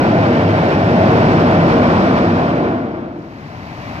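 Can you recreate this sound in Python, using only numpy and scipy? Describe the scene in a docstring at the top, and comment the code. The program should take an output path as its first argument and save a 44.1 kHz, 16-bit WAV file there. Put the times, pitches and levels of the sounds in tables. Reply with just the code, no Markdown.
"""Steam blasts out of a well through a drilling rig, heard across an open yard.
Over a low rumble, turbulent flow roars and excites the pipe's resonances, surging after about 1 s.
From about 2.5 s the flow chokes: a hollow hum swells and the roar dies away, treble first.
After 3 s a thinner, hissing jet builds up, also treble first. Throughout, two close microphones
pick it up, the left one later and with less treble; each has its own gain control."""
import sys
import numpy as np
from scipy import signal
from scipy.fft import rfft, irfft
from scipy.io import wavfile
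from scipy.ndimage import uniform_filter1d

SR = 44100
rng = np.random.default_rng(int(sys.argv[2]) if len(sys.argv) > 2 else 0)


def transcribe(signal):
    """Save signal, clipped to [-1, 1], as a 16-bit WAV file at the path in sys.argv[1]."""
    frames = np.atleast_2d(signal).T
    limited = np.clip(frames, -1, 1)
    pcm = np.round(limited * 32767).astype(np.int16)
    wavfile.write(sys.argv[1], SR, pcm)


N = 176400
HZ = np.fft.rfftfreq(N, 1 / SR)

# left microphone relative to right, for the roar and the resonances (f/Hz, level/dB)
ROAR_SHADE = [(100, 1), (300, 0.5), (400, 3.5), (800, 0.7), (1030, 4.5), (1350, -0.6), (1580, 3),
              (1880, -0.5), (2200, 4), (2550, -4), (3200, -2), (3700, -6.5), (4150, -6.5), (4900, -10),
              (5500, -15.5), (6500, -14.5), (7700, -21.5), (9000, -17), (10500, -16.5), (15000, -18)]
# the same for the jet and the rumble (f/Hz, level/dB)
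JET_RUMBLE_SHADE = [(100, 3), (400, 3.5), (800, 4.5), (1150, 4), (1900, 3.5), (2600, 1), (3800, -8),
                    (5400, -12.5), (7000, -24.5), (8500, -19), (11500, -27), (15000, -14)]


def amp(db):
    """Amplitude ratio: a factor of ten for every 20 dB."""
    return 10 ** (np.asarray(db) / 20)


def at_frequency(table, hz):
    """Interpolation on a logarithmic frequency axis."""
    f, value = np.transpose(table)
    return np.interp(np.log(hz + 1), np.log(f + 1), value)


def at_time(table, t):
    """Linear interpolation in time."""
    return np.interp(t, *np.transpose(table))


def turbulence(spectrum, shade):
    """Partial coherence: flow noise reaches two spaced microphones alike only in part, the left later."""
    # likeness of the two signals (f/Hz, coherence)
    coherence = [(100, 1), (300, 0.96), (480, 0.85), (680, 1), (950, 0.84), (1300, 0.91), (1550, 0.37),
                 (1850, 0.7), (2400, 1), (2700, .43), (3600, 0.25), (4200, 0.7), (4600, .3), (5800, 0.7),
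                 (7500, .15), (12000, .2)]
    # lag of the left signal (f/Hz, delay/ms)
    lag = [(100, 0.15), (340, 0.07), (600, 0.24), (1300, 0.26), (1520, 0.24), (1750, 0.31), (6000, 0.32)]
    right, independent = rfft(rng.standard_normal((2, N)))
    common = np.clip(at_frequency(coherence, HZ), 0, 1)
    delay = np.exp(-2j * np.pi * HZ * at_frequency(lag, HZ) / 1000)
    blend = common * right + np.sqrt(1 - common ** 2) * independent
    left = blend * delay * amp(at_frequency(shade, HZ))
    return irfft(np.array([left, right]) * spectrum * np.sqrt(SR / 2), N)


def shape_spectrum(noise, gain_db):
    """Time-varying filtering: each short-time spectrum is weighted by gain_db(hz, t)."""
    frames = dict(nperseg=512, noverlap=384)
    hz, t, spectra = signal.stft(noise, SR, **frames)
    _, shaped = signal.istft(spectra * amp(gain_db(hz[:, None], t)), SR, **frames)
    return shaped[:, :N]


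def resonance(modes, envelope):
    """Forced resonance: noise excites a Lorentzian peak at each mode, under a common level envelope."""
    spectrum = sum(amp(db) / (1 + ((HZ - hz) / half_width) ** 2) for hz, half_width, db in modes)
    return turbulence(spectrum, ROAR_SHADE) * amp(at_time(envelope, np.arange(N) / SR))


def pipe_ringing():
    """Standing waves: the well pipe reinforces the flow noise near its natural frequencies."""
    # pipe resonances (f/Hz, half width/Hz, peak level/dB)
    modes = [(53.3, 3.4, -53), (168, 6.1, -36.5), (240.3, 13, -40.5), (340, 5.4, -40.5),
             (459.4, 6.2, -40.5), (599, 12, -46.5), (658, 33, -45.5)]
    # ringing relative to the roar (t/s, level/dB)
    envelope = [(0, 0.5), (.35, 3.5), (.75, -6), (.97, 7), (1.25, 1), (1.7, 0.5), (2.4, 1), (2.67, 2),
                (3.2, 5)]
    return resonance(modes, envelope)


def low_tone():
    """Narrow-band noise: a tone near 100 Hz wavers irregularly in loudness, then drops away near 2.5 s."""
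    # spectral peak of the tone (f/Hz, half width/Hz, peak level/dB)
    peak = [(100.5, 3.6, -36)]
    # tone relative to the roar (t/s, level/dB)
    envelope = [(0, -16), (.4, 2), (.75, -7), (1.18, 7), (1.349, 5), (1.7, 4.5), (1.9, -3), (2.35, -1),
                (2.55, -21)]
    return resonance(peak, envelope)


def roar():
    """Turbulence radiates broadband noise; with the pipe's ringing it fills out, then dulls on choking."""
    # spectrum of the rushing steam (f/Hz, level/dB)
    colour = [(20, -74.5), (36, -71.5), (52, -54), (68, -52.5), (95, -41.5), (200, -38), (330, -40),
              (430, -48), (520, -44.5), (720, -44), (900, -49.5), (1150, -52.5), (1420, -51.5),
              (1600, -58.5), (1850, -55.5), (2120, -61.5), (2400, -59.5), (3000, -65.5), (4100, -70),
              (5400, -73), (6600, -86), (7200, -85), (8100, -94.5), (8900, -98.5), (11300, -93),
              (13000, -97.5), (15700, -105)]
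    # strength of the blast (t/s, level/dB)
    envelope = [(0, 10.5), (.2, 11), (.6, 8.5), (.82, 7.3), (1.05, 14.5), (1.25, 14), (1.5, 13), (1.8, 13),
                (2.15, 9), (2.35, 6.5), (2.52, 2), (2.62, 3), (2.66, 3.5), (2.8, -5.5), (3.02, -11),
                (3.15, -15.5), (3.3, -21), (3.5, -36), (4, -40)]
    # how fully the blast has opened (t/s, signed weight)
    fullness = [(0, -0.97), (.9, -1.16), (1.3, 0.033), (1.8, 1), (2.2, 0.93), (2.7, -0.18), (3.3, 0.69)]
    # spectral change per unit of fullness (f/Hz, level/dB)
    filling = [(40, 7.5), (100, -5), (160, -1.5), (230, 3.5), (380, -1), (480, 0.5), (780, -1), (1200, 2),
               (1450, 0), (2200, -1), (4000, -0.5), (11000, -1)]
    # how far the flow is choked (t/s, signed weight)
    choke = [(0, 0.24), (2.15, -0.17), (2.5, 0.19), (2.7, 0.97), (2.87, 0.86), (3.05, 0.78), (3.3, 1.3)]
    # spectral change per unit of choking (f/Hz, level/dB)
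    dulling = [(50, 0), (100, -10.5), (170, -9.5), (310, 3.5), (470, -7), (640, -3.5), (1200, -4.5),
               (2500, -7.5), (5000, -10), (11000, -9.5)]

    def gain_db(hz, t):
        opening_db = at_time(fullness, t) * at_frequency(filling, hz)
        choking_db = at_time(choke, t) * at_frequency(dulling, hz)
        return at_time(envelope, t) + opening_db + choking_db

    rush = turbulence(amp(at_frequency(colour, HZ)), ROAR_SHADE)
    return shape_spectrum(rush + pipe_ringing() + low_tone(), gain_db)


def yard_rumble():
    """Stationary noise: a steady background with its power at low frequencies."""
    # spectrum of the rumble (f/Hz, level/dB)
    colour = [(20, -84), (50, -74), (100, -59), (220, -62), (420, -70), (1000, -83), (4000, -105),
              (15700, -130)]
    return turbulence(amp(at_frequency(colour, HZ)), JET_RUMBLE_SHADE)


def hollow_hum():
    """Two neighbouring resonances, driven by noise, swell and fade as the flow chokes."""
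    # resonances of the hum (f/Hz, half width/Hz, peak level/dB)
    modes = [(286.6, 18, -48.5), (342, 12, -48)]
    # strength of the hum (t/s, level/dB)
    envelope = [(2.199, -11), (2.651, 3.5), (2.9, -4), (3.19, -4), (3.3, -14), (3.6, -38)]
    return resonance(modes, envelope)


def hissing_jet():
    """Jet noise builds as the roar collapses; the high frequencies follow the flow first."""
    # spectrum of the jet (f/Hz, level/dB)
    colour = [(20, -82), (45, -71.5), (80, -56), (125, -55.5), (180, -61), (240, -57), (350, -65),
              (440, -73.5), (620, -62), (800, -64), (1100, -67), (1600, -72.5), (2000, -70), (2700, -74.5),
              (3400, -79.5), (4300, -78.5), (5300, -82.5), (6800, -91), (8800, -104), (10300, -101),
              (11900, -97.5), (15700, -108)]
    # strength of the jet at 1 kHz (t/s, level/dB)
    envelope = [(2.5, -26), (3.05, -22.5), (3.25, -10), (3.45, -4.7), (3.6, -2.5), (3.75, -1), (3.92, 2),
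                (4.1, 3)]
    lead_s_per_octave = 0.021

    def gain_db(hz, t):
        octaves = np.log2(np.maximum(hz, 250) / 1000)
        return at_time(envelope, t + lead_s_per_octave * octaves)

    hiss = turbulence(amp(at_frequency(colour, HZ)), JET_RUMBLE_SHADE)
    return shape_spectrum(hiss, gain_db)


def scene():
    """Superposition: the pressures of the independent sources add at each microphone."""
    return roar() + hollow_hum() + hissing_jet() + yard_rumble()


def record(dry):
    """Dynamic compression holds each channel down when it is loud; a low-pass filter limits the band."""
    threshold_db, ratio, response_s, cutoff_hz = -16.5, 3.13, 0.023, 15750
    span = int(response_s * SR)
    power = abs(uniform_filter1d(dry ** 2, span, axis=1))
    power_db = 10 * np.log10(power + 1e-12)
    excess_db = uniform_filter1d(np.maximum(power_db - threshold_db, 0), span, axis=1)
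    compressed = dry * amp(-excess_db * (1 - 1 / ratio))
    lowpass = signal.firwin(511, cutoff_hz, window=("kaiser", 9), fs=SR)
    return signal.oaconvolve(compressed, lowpass[None], "same")


dry = scene()
out = record(dry)
transcribe(out)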